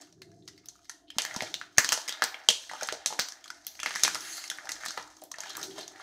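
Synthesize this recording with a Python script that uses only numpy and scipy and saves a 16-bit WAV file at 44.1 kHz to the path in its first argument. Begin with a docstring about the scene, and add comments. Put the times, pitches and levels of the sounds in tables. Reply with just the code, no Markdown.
"""Creases of a small plastic blister pack snap as two hands pry it off its card, above a wooden floor.
Each snap is a click, a short crack and ringing panels, with a rattle and weaker snaps after it.
Fingers rub card and plastic: random slips and ticks set resonances ringing; one long slide hisses.
Low knocks are damped pushes of air. Floor and a small room answer with echoes and fading noise,
over rumble and a faint room tone made of filtered noise."""
import sys
import numpy as np
from scipy import signal
from scipy.fft import rfft, irfft
from scipy.io import wavfile
from scipy.ndimage import uniform_filter1d

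SR = 44100
rng = np.random.default_rng(int(sys.argv[2]) if len(sys.argv) > 2 else 0)


def master_out(mix):
    """Clip the mix to full scale and print it as 16-bit PCM to the path in sys.argv[1]."""
    frames = np.transpose(np.atleast_2d(mix))
    ceiling = np.clip(frames, -1, 1)
    pcm = np.round(ceiling * 32767).astype(np.int16)
    wavfile.write(sys.argv[1], SR, pcm)


N = 265482  # length in samples

# Snaps of a crease. Each row: start in seconds, panel level in dB, panel pitch in Hz,
# crack level in dB, crack pitch in Hz, level of the sizzle above 8 kHz in dB.
CREASE_SNAPS = [(0.125,-59,596,-49,5500,-69),(0.218,-44,2100,-34.5,4280,-45),(0.477,-62,3400,-33.5,5200,-48),(0.484,-42.5,1940,-38,5100,-55),(0.577,-53,2140,-44,4640,-57),(0.657,-73,3740,-41,5440,-38),(0.685,-67,3850,-34,6500,-57),(0.895,-31,1825,-30.5,6300,-51),(1.102,-34.5,3140,-43.5,7200,-56),(1.184,-11.5,3090,-22.5,6100,-38),(1.219,-35,2920,-22.5,6550,-33),(1.25,-20,1790,-26,6550,-28),(1.31,-28,2000,-48,6580,-57),(1.348,-31.5,1420,-49,4500,-55),(1.362,-26,960,-26.5,5630,-45),(1.406,-18.5,2100,-48,6360,-53),(1.421,-25.5,710,-24.5,4650,-47),(1.432,-31,630,-34,4300,-50),(1.541,-17.5,3620,-27,5850,-33.5),(1.613,-23.5,1500,-66,3990,-54),(1.774,-43,3280,-29,6360,-38),(1.782,-0.5,1690,-4.5,6060,-8.5),(1.845,-18,1730,-16,4450,-27),(1.89,-18.5,3100,-17.5,6560,-23),(1.921,-13,2960,-13,6500,-20),(1.927,-16,1620,-15.5,6500,-18),(1.975,-23.5,910,-26.5,4500,-40),(2.078,-30,2050,-25.5,5440,-34),(2.084,-21.5,1970,-25,6550,-32),(2.092,-19.5,3330,-23.5,6500,-27),(2.124,-22,3720,-47,4000,-46),(2.221,-7.5,1720,-40,4460,-28),(2.239,-24,1600,-14,7300,-18.5),(2.343,-24.5,2220,-57,3930,-57),(2.487,-2,3180,-7,6000,-25),(2.4892,-24,640,-20.5,4400,-28),(2.696,-28,1940,-57,4160,-52),(2.713,-26,977,-45,6630,-54),(2.734,-26.5,890,-35.5,5260,-56),(2.81,-26,1480,-36,5400,-49),(2.823,-23.5,602,-56,6240,-50),(2.831,-25.5,1920,-24.5,6440,-31),(2.887,-16.5,1580,-56,4600,-49),(2.924,-21,634,-23,4600,-33.5),(3.06,-19.5,3750,-15,6500,-26),(3.103,-26.5,840,-43,4650,-54),(3.125,-22.5,855,-49,5490,-46),(3.134,-36,720,-34,5500,-49),(3.191,-13.5,1570,-23,5500,-32),(3.195,-24,1540,-13.5,4550,-19),(3.285,-43,1580,-29,6000,-56),(3.321,-37.5,1750,-33,5800,-50),(3.441,-40,3370,-41,6740,-63),(3.457,-38,1380,-45,6400,-65),(3.478,-61,3320,-37,4430,-63),(3.502,-29.5,1466,-31.5,4940,-64),(3.667,-40,3460,-25.5,5720,-20.5),(3.792,-29,2410,-52,5860,-51),(3.8,-26,3350,-32,6500,-47),(3.831,-21,2650,-24.5,6150,-32),(3.86,-13.5,2180,-38,4500,-31),(3.907,-20.5,1740,-48,5400,-52),(3.94,-27,2040,-50,5110,-52),(3.952,-30,1510,-28,5840,-45),(3.958,-17.5,1750,-25.5,5500,-43),(4.035,-21,1920,-9,6300,-21),(4.04,-23.5,3370,-19.5,6070,-30),(4.049,-11,2440,-33,6470,-37),(4.078,-15,1450,-24,6100,-28),(4.146,-26.5,3870,-21,5200,-54),(4.154,-20,1380,-29,5350,-52),(4.439,-31.5,2110,-36,6670,-52),(4.5,-23.5,3450,-24.5,6500,-65),(4.514,-27,1550,-37,5800,-63),(4.585,-26.5,1810,-61,6450,-62),(4.654,-36,784,-39,5500,-46),(4.671,-30,1580,-53,5500,-58),(4.691,-23,2070,-25,5100,-42),(4.696,-33,1970,-37,5830,-40),(4.718,-49,1610,-23,6770,-28),(4.835,-26,1580,-50,5780,-57),(4.844,-27,1720,-55,5440,-50),(4.852,-41,1880,-31,7440,-34),(4.86,-31,1850,-23,3950,-41),(4.883,-32,1430,-23.5,4240,-35),(4.906,-32,1600,-29,5940,-46),(4.974,-23.5,1970,-31,4130,-39),(4.976,-20.5,976,-61,4000,-52),(4.997,-28.5,1020,-56,4570,-59),(5.22,-32.5,652,-65,3850,-54.5),(5.237,-43,710,-39.5,7450,-34),(5.315,-35,1070,-30,6120,-56),(5.34,-31.5,1780,-44,6570,-60),(5.384,-31,940,-34.5,5500,-47),(5.404,-39,3430,-29,6900,-48),(5.434,-32.5,1630,-42,6500,-54),(5.503,-35,4050,-37,5730,-48),(5.551,-32,1620,-33.5,4200,-46),(5.568,-32,1570,-28,7850,-27.5),(5.629,-37,3770,-26,5700,-54),(5.635,-40,3800,-29.5,4240,-31),(5.782,-35.5,1025,-40,4730,-54),(5.878,-43,3690,-33.5,6500,-42),]
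# Fingers working the pack. Each row: time in seconds, rub level in dB,
# share of dull card sound in dB, share of hollow shell sound in dB.
FINGER_RUB = [(0, -68, 11.5, 0), (0.17, -89, -26, -15), (0.4, -80, -10, -19), (0.6, -84, 4, -9),
              (0.95, -72, -20, 1), (1.065, -101, 0, 2), (1.078, -82, -7, 20), (1.15, -75, 10, 2),
              (1.19, -68, 14, -14), (1.4, -57, 9, 4), (1.7, -77, 1, -1), (1.88, -60, 3.5, 9.5),
              (2.15, -69, 19.5, 8), (2.4, -75, 23, -9), (2.6, -59, -20, 0), (2.78, -60.5, 9, 1),
              (2.85, -56, -1, -5), (3.04, -76, 19, 7), (3.18, -69, 15, 4), (3.42, -77, 10, 1),
              (3.65, -73.5, 5, -25), (4.0, -49.5, -2.5, -3), (4.2, -59, -1, -1), (4.37, -58, -4.5, -4),
              (4.62, -68.5, 13.5, -7), (4.87, -58.5, 6.5, -4), (5.12, -68.5, 5, -28),
              (5.22, -70.5, -9, -20), (5.3, -82, -12, -18), (5.36, -66.5, 11.5, -2), (5.5, -56, 3, 5),
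              (5.54, -69, 16, -2), (5.6, -51.5, 6.5, -11), (5.7, -60.5, -2.5, -13), (5.8, -54, 5.5, 4.5),
              (5.87, -69.5, 7, -7), (6.02, -65.5, 13, 3)]


def undb(db):
    """Turn decibels into a plain gain."""
    return 10 ** (np.asarray(db) / 20)


def unit(x):
    """Scale to an average strength (rms) of 1."""
    return x / np.sqrt(np.mean(x ** 2))


def band(x, hz, width):
    """Ring one resonance: a two-pole filter with gain 1 at its centre."""
    return signal.lfilter(*signal.iirpeak(min(hz, .45 * SR), hz / width, SR), x)


def curve(table):
    """Draw straight lines between the rows of a table: one value a sample for each column."""
    s, *columns = np.transpose(table)
    return [np.interp(np.arange(N) / SR, s, c) for c in columns]


def walk(rate):
    """Wander by chance: random levels, each held for 1 / rate seconds, smoothed twice; spread near 1."""
    hold = int(SR / rate)
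    steps = np.repeat(rng.standard_normal(N // hold + 1), hold)
    return 0.73 * uniform_filter1d(uniform_filter1d(steps, hold), hold)[:N]


def lay(s, rows, db):
    """Place one row of sound at each time, each with its own peak level."""
    out = np.zeros(N + rows.shape[1])
    places = (s * SR).astype(int) + np.arange(rows.shape[1])
    # add.at lets sounds overlap
    np.add.at(out, places, undb(db) * rows / np.max(np.abs(rows), axis=1, keepdims=True))
    return out[:N]


def room_tone():
    """Faint noise rings in a few resonances whose levels waver."""
    # Each row: resonance in Hz, width of its first, narrower filter in Hz, middle level in dB.
    tone_rows = [(58.5, 54, -72.5), (307.5, 38, -64.5), (686, 36, -69)]
    out = 0
    for hz, width, db in tone_rows:
        ring = band(band(rng.standard_normal(N), hz, width), hz, 3 * width)
        out = out + undb(db + 7.2 * walk(15)) * unit(ring)
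    return out


def rumble():
    """Two low bands of noise, each a pair of broad wavering resonances, swell now and then."""
    # Each row: time of full strength in seconds, hold in seconds,
    # strength of the lower band in dB, strength of the upper band in dB.
    swell_rows = [(0.214, 0.26, -51.5, -52), (1.414, 0.023, -50.5, -47.5), (4.075, 0.022, -54, -46),
                  (5.624, 0.084, -53, -40.5)]
    # Level that stays between swells, in dB: lower band, upper band.
    floor_levels = (-84, -83)
    rise_db_per_s, fall_db_per_s = 125, 68
    t = np.arange(N) / SR
    start, hold, *levels_db = np.transpose(swell_rows)[:, :, None]
    rise_db = -rise_db_per_s * np.maximum(start - t, 0)
    fall_db = -fall_db_per_s * np.maximum(t - start - hold, 0)
    out = 0
    for db, floor_db, pair_hz in zip(levels_db, floor_levels, ((110, 169), (312, 382))):
        noise = 0
        for hz in pair_hz:
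            ring = unit(band(band(rng.standard_normal(N), hz, 62), hz, 62))
            noise = noise + ring * undb(1.4 * walk(3.3))
        swell = undb(db + rise_db + fall_db - 6.0).sum(axis=0)
        out = out + noise * (undb(floor_db) + swell)
    return out


def room(x, rise_s=0.00045):
    """Pass the direct sound, add two early echoes, then a noise tail whose bands fade at their own speeds."""
    # First echoes off the floor and a nearby wall. Each row: delay in seconds, strength in dB.
    echo_rows = [(.0022, -10), (.0065, -7.5)]
    # Fading tail. Each row: band centre in Hz, time to fall by 60 dB in seconds, strength in dB.
    tail_rows = [(225, 0.19, 18), (795, 0.57, 1), (1780, 0.12, 5.5), (4160, 0.27, 8.5), (9500, 0.068, 12),
                 (13100, 0.37, 1.5)]
    t = np.arange(SR // 2) / SR
    tail = 0
    for hz, t60, db in tail_rows:
        noise = unit(band(rng.standard_normal(len(t)), hz, hz))
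        tail = tail + undb(db - 60 * t / t60) * noise * np.sqrt(hz) / SR
    response = tail * 10 * (1 - np.exp(-(t / rise_s) ** 2))
    response[0] = 1
    for delay_s, db in echo_rows:
        # two samples share each echo, which softens it
        response[int(delay_s * SR):][:2] += undb(db) / 2
    return signal.fftconvolve(x, response)[:N]


def thump(hz):
    """A damped push of air that dies away within about one cycle."""
    push = 2 * np.pi * hz * np.arange(SR // 40) / SR
    return np.sin(push) * np.exp(-push / 6.5)


def knocks():
    """A finger knocks dully on the pack: each knock is one low push of air."""
    # Each row: start in seconds, peak level in dB, pitch in Hz.
    knock_rows = [(1.166, -32, 230), (1.365, -24.5, 218), (1.424, -28.5, 254), (1.7805, -24, 129)]
    s, db, hz = np.transpose(knock_rows)[:, :, None]
    return lay(s, thump(hz), db)


def slide():
    """A finger slides over the film: very dense slips make a bright hiss in its resonances."""
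    # Each row: time in seconds, level in dB.
    slide_levels = [(4.1, -70), (4.2, -56), (4.3, -49.5), (4.38, -50), (4.41, -59), (4.455, -54.5),
                    (4.48, -85)]
    # Resonances of the film. Each row: centre in Hz, filter width in Hz, middle level in dB.
    slide_modes = [(1780, 1500, 0), (4500, 1500, -3), (6500, 2000, -1), (10300, 740, -8.5),
                   (13300, 4500, -11.5)]
    slips = rng.standard_normal(N) * undb(3.4 * rng.exponential(size=N))
    ring = 0
    for hz, width, db in slide_modes:
        mode = unit(band(band(slips, hz, width), hz, width))
        ring = ring + undb(db + 3.1 * walk(25.15)) * mode
    s = np.arange(N) / SR
    sliding = (s > slide_levels[0][0]) * (s < slide_levels[-1][0])
    return unit(ring) * undb(curve(slide_levels)[0]) * sliding


def rubbing(slips_per_s=900, ticks_per_s=140, tick_db=1, flicker_db=4.5, hiss=0.17):
    """Dense uneven slips of skin and sparser ticks of film ring plastic and card, in fits and starts."""
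    # Resonances of the rubbed film, the card and the hollow blister shell.
    # Each row: centre in Hz, width in Hz before a shared widening, middle level in dB.
    film_modes = [(5500, 3560, 14), (6470, 390, -5.5), (10300, 16000, 7)]
    card_modes = [(756, 234, 13), (1560, 650, 14), (2040, 120, -7)]
    shell_modes = [(3190, 1100, 0)]
    widening, colour_db = 1.37, 3
    db, card_db, shell_db = curve(FINGER_RUB)
    tick_size = undb(np.minimum(3.5 * rng.exponential(size=N), 11))
    tick_size = tick_size * np.sign(rng.standard_normal(N))
    ticks = unit(tick_size * (rng.random(N) < ticks_per_s / SR)) * undb(tick_db)
    fits_db = flicker_db * walk(30)
    # the thin film sends out little below its lowest resonance
    thin = signal.butter(3, 3400, "high", fs=SR, output="sos")
    out = 0
    for body, share_db in ((film_modes, 0), (card_modes, card_db), (shell_modes, shell_db)):
        slips = unit(rng.standard_normal(N) * (rng.random(N) < slips_per_s / SR))
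        touch = slips + hiss * rng.standard_normal(N) + ticks
        ring = 0
        for hz, width, mode_db in body:
            mode = unit(band(band(touch, hz, widening * width), hz, widening * width))
            ring = ring + undb(mode_db) * mode * undb(colour_db * walk(26.11))
        if body is film_modes:
            ring = signal.sosfilt(thin, ring)
        out = out + unit(ring) * undb(share_db + fits_db + 0.5 * walk(42))
    return out * undb(db)


def crinkles(count=480, over_rub_db=8.5, spread_db=9, middle_hz=1600, spread_octaves=0.63):
    """Small crinkles come by chance, louder while fingers rub harder; rows like CREASE_SNAPS."""
    s = rng.random(count) * (N - 1) / SR
    chance = rng.standard_normal((count, 5)).T
    rub_db = curve(FINGER_RUB)[0][(s * SR).astype(int)]
    panel_db, crack_db = rub_db + over_rub_db + spread_db * np.clip(chance[[0, 1]], -3, 2)
    hz = np.clip(middle_hz * 2 ** (spread_octaves * chance[2]), 500, 5000)
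    crack_hz = np.clip(5500 * 2 ** (0.34 * chance[3]), 3500, 9000)
    # the sizzle lies under the crack
    sizzle_db = crack_db - 8.5 + 0.5 * chance[4]
    return np.transpose([s, panel_db, hz, crack_db, crack_hz, sizzle_db])


def afters(count=2, wait_s=.011, after_db=-17, spread_db=2.5):
    """Each crease settles in a few weaker, stuttering snaps of nearby pitch; rows like CREASE_SNAPS."""
    rows = np.repeat(np.array(CREASE_SNAPS, float), count, axis=0)
    chance = rng.standard_normal((len(rows), 5))
    wait = 0.0036 + wait_s * np.abs(chance[:, 0])
    db = after_db + spread_db * np.clip(chance[:, 1:3], -2, 1)
    detune = np.exp(0.19 * chance[:, 3:])
    s, panel_db, hz, crack_db, crack_hz, sizzle_db = rows.T
    return np.transpose([s + wait, panel_db + db[:, 0], hz * detune[:, 0], crack_db + db[:, 1],
                         crack_hz * detune[:, 1], sizzle_db + db[:, 1]])


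def snaps(rows, rattle_peak_s=0.0008, crack_ring_s=0.00022, broad_db=-5, click_db=-10,
          push_hz=200, give_s=.0008):
    """A crease buckles: a click, ringing panels and a push of air, with a rattle of the loose pack.
    Returns what fills the room and what is heard only close by."""
    s, panel_db, hz, crack_db, crack_hz, sizzle_db = np.transpose(rows)[:, :, None]
    # a weak snap gives way slowly: a duller click and a longer rattle
    soft = np.clip((-17.5 - np.maximum(crack_db, panel_db)) / 16, 0, 1)
    t = np.arange(SR // 40) / SR
    chance = rng.standard_normal((len(rows), 7))
    # low panels thump more
    thump_db = panel_db - 28 - 5.5 * np.log2(hz / 1500)

    panel = 0
    for k in range(4):
        # the first mode is the heard pitch, weaker neighbours lie by chance around it
        mode_hz = hz * np.exp(.27 * chance[:, [k]] * (k > 0))
        # low modes and weak snaps ring longer
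        fade = np.exp(-t / (.0013 * (1 + soft)) * np.sqrt(mode_hz / 1500))
        attack = np.clip(t * mode_hz / (soft + .05), 0, 1)
        panel = panel + undb(-9.5 * (k > 0)) * fade * attack * np.sin(2 * np.pi * mode_hz * t)
    panel = signal.sosfilt(signal.butter(2, 350, "high", fs=SR, output="sos"), panel)
    # the rattle is random shaking that keeps the same modes ringing
    shake = rng.standard_normal((len(rows), len(t))) * t
    shake = shake * np.exp(-t / (rattle_peak_s * (1 + 0.84 * soft)))
    ringing = signal.fftconvolve(panel, shake, axes=1)[:, :len(t)]
    # the crease creaks for a moment before it gives way
    gives = np.clip(s + give_s, 0, (N - 1) / SR)
    panel = lay(gives, panel, panel_db)
    # flexing panels push and pull the air at once, so the room gets only part of their ring
    far = undb(-9) * panel
    push = thump(push_hz * np.exp(0.14 * chance[:, [4]]))
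    near = panel - far + lay(s, ringing, panel_db - 7.0) + lay(s, push, thump_db)

    click = np.sign(chance[:, [5]]) * (t == 0)
    parts = ((panel_db + click_db - 7 * soft, (500, 4000), "band"),
             (crack_db + broad_db - 5 * soft, (3300, 8000), "band"),
             (sizzle_db, 8000, "high"))
    for db, edges, kind in parts:
        sos = signal.butter(2, edges, kind, fs=SR, output="sos")
        tick = lay(gives, signal.sosfilt(sos, click), db + 1.5 - 0.5 * soft)
        # the sizzle beams at the microphone and reaches the walls weaker
        spread = undb(-6 * (kind == "high"))
        far = far + spread * tick
        near = near + (1 - spread) * tick
        # the treble of the rattle dies first
        rattle = shake * np.exp(-t / .0025 * (kind == "high"))
        near = near + lay(s, signal.sosfilt(sos, rattle), db)

    # each crack rings briefly at its own pitch and a lower neighbour; a weak one rings longer
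    neighbour_hz = crack_hz * (0.746 + 0.049 * chance[:, [6]])
    pair = np.sin(2 * np.pi * crack_hz * t) + 0.42 * np.sin(2 * np.pi * neighbour_hz * t)
    crack = np.exp(-t / (crack_ring_s * (1 + 0.72 * soft))) * pair
    far = far + lay(gives, crack, crack_db - 7.5 - 0.65 * soft)
    crack_rattle = signal.fftconvolve(crack, shake, axes=1)[:, :len(t)]
    near = near + lay(s, crack_rattle, crack_db - 0.5)
    return far, near


def scene():
    """The pack in the room, over rumble and room tone."""
    far, near = snaps(np.vstack([CREASE_SNAPS, afters(), crinkles()]))
    rub = rubbing()
    rub_far_share = 0.56  # part of the rubbing that reaches the walls
    in_room = room(far + rub_far_share * rub + slide())
    close_by = near + (1 - rub_far_share) * rub + knocks()
    return (in_room + close_by + rumble() + room_tone())[None]


def record(dry):
    """The small microphone peaks in the treble, rounds the loudest snaps and cuts the top."""
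    # Microphone colour. Each row: frequency in Hz, gain in dB.
    mic_colour = [(30, -15.5), (200, -8), (3000, -2.5), (6400, 3.5), (7600, -1), (8300, -1.5), (12000, 2.5),
                  (15600, -1.5), (16200, -38)]
    top_hz = 16900
    hz, db = np.transpose(mic_colour)
    bins_hz = np.arange(1, 514) * SR / 1024
    log_gain = np.log(10) / 20 * np.interp(np.log(bins_hz), np.log(hz), db)
    cepstrum = irfft(log_gain)
    # folding the cepstrum makes the filter respond only after a sound, never before it
    cepstrum[1:512] *= 2
    cepstrum[513:] = 0
    coloured = signal.lfilter(irfft(np.exp(rfft(cepstrum)))[:512], 1, dry)
    rounded = 0.96 * np.tanh(coloured / 0.81)
    return signal.sosfilt(signal.ellip(8, .2, 70, top_hz, fs=SR, output="sos"), rounded)


dry = scene()
out = record(dry)
master_out(out)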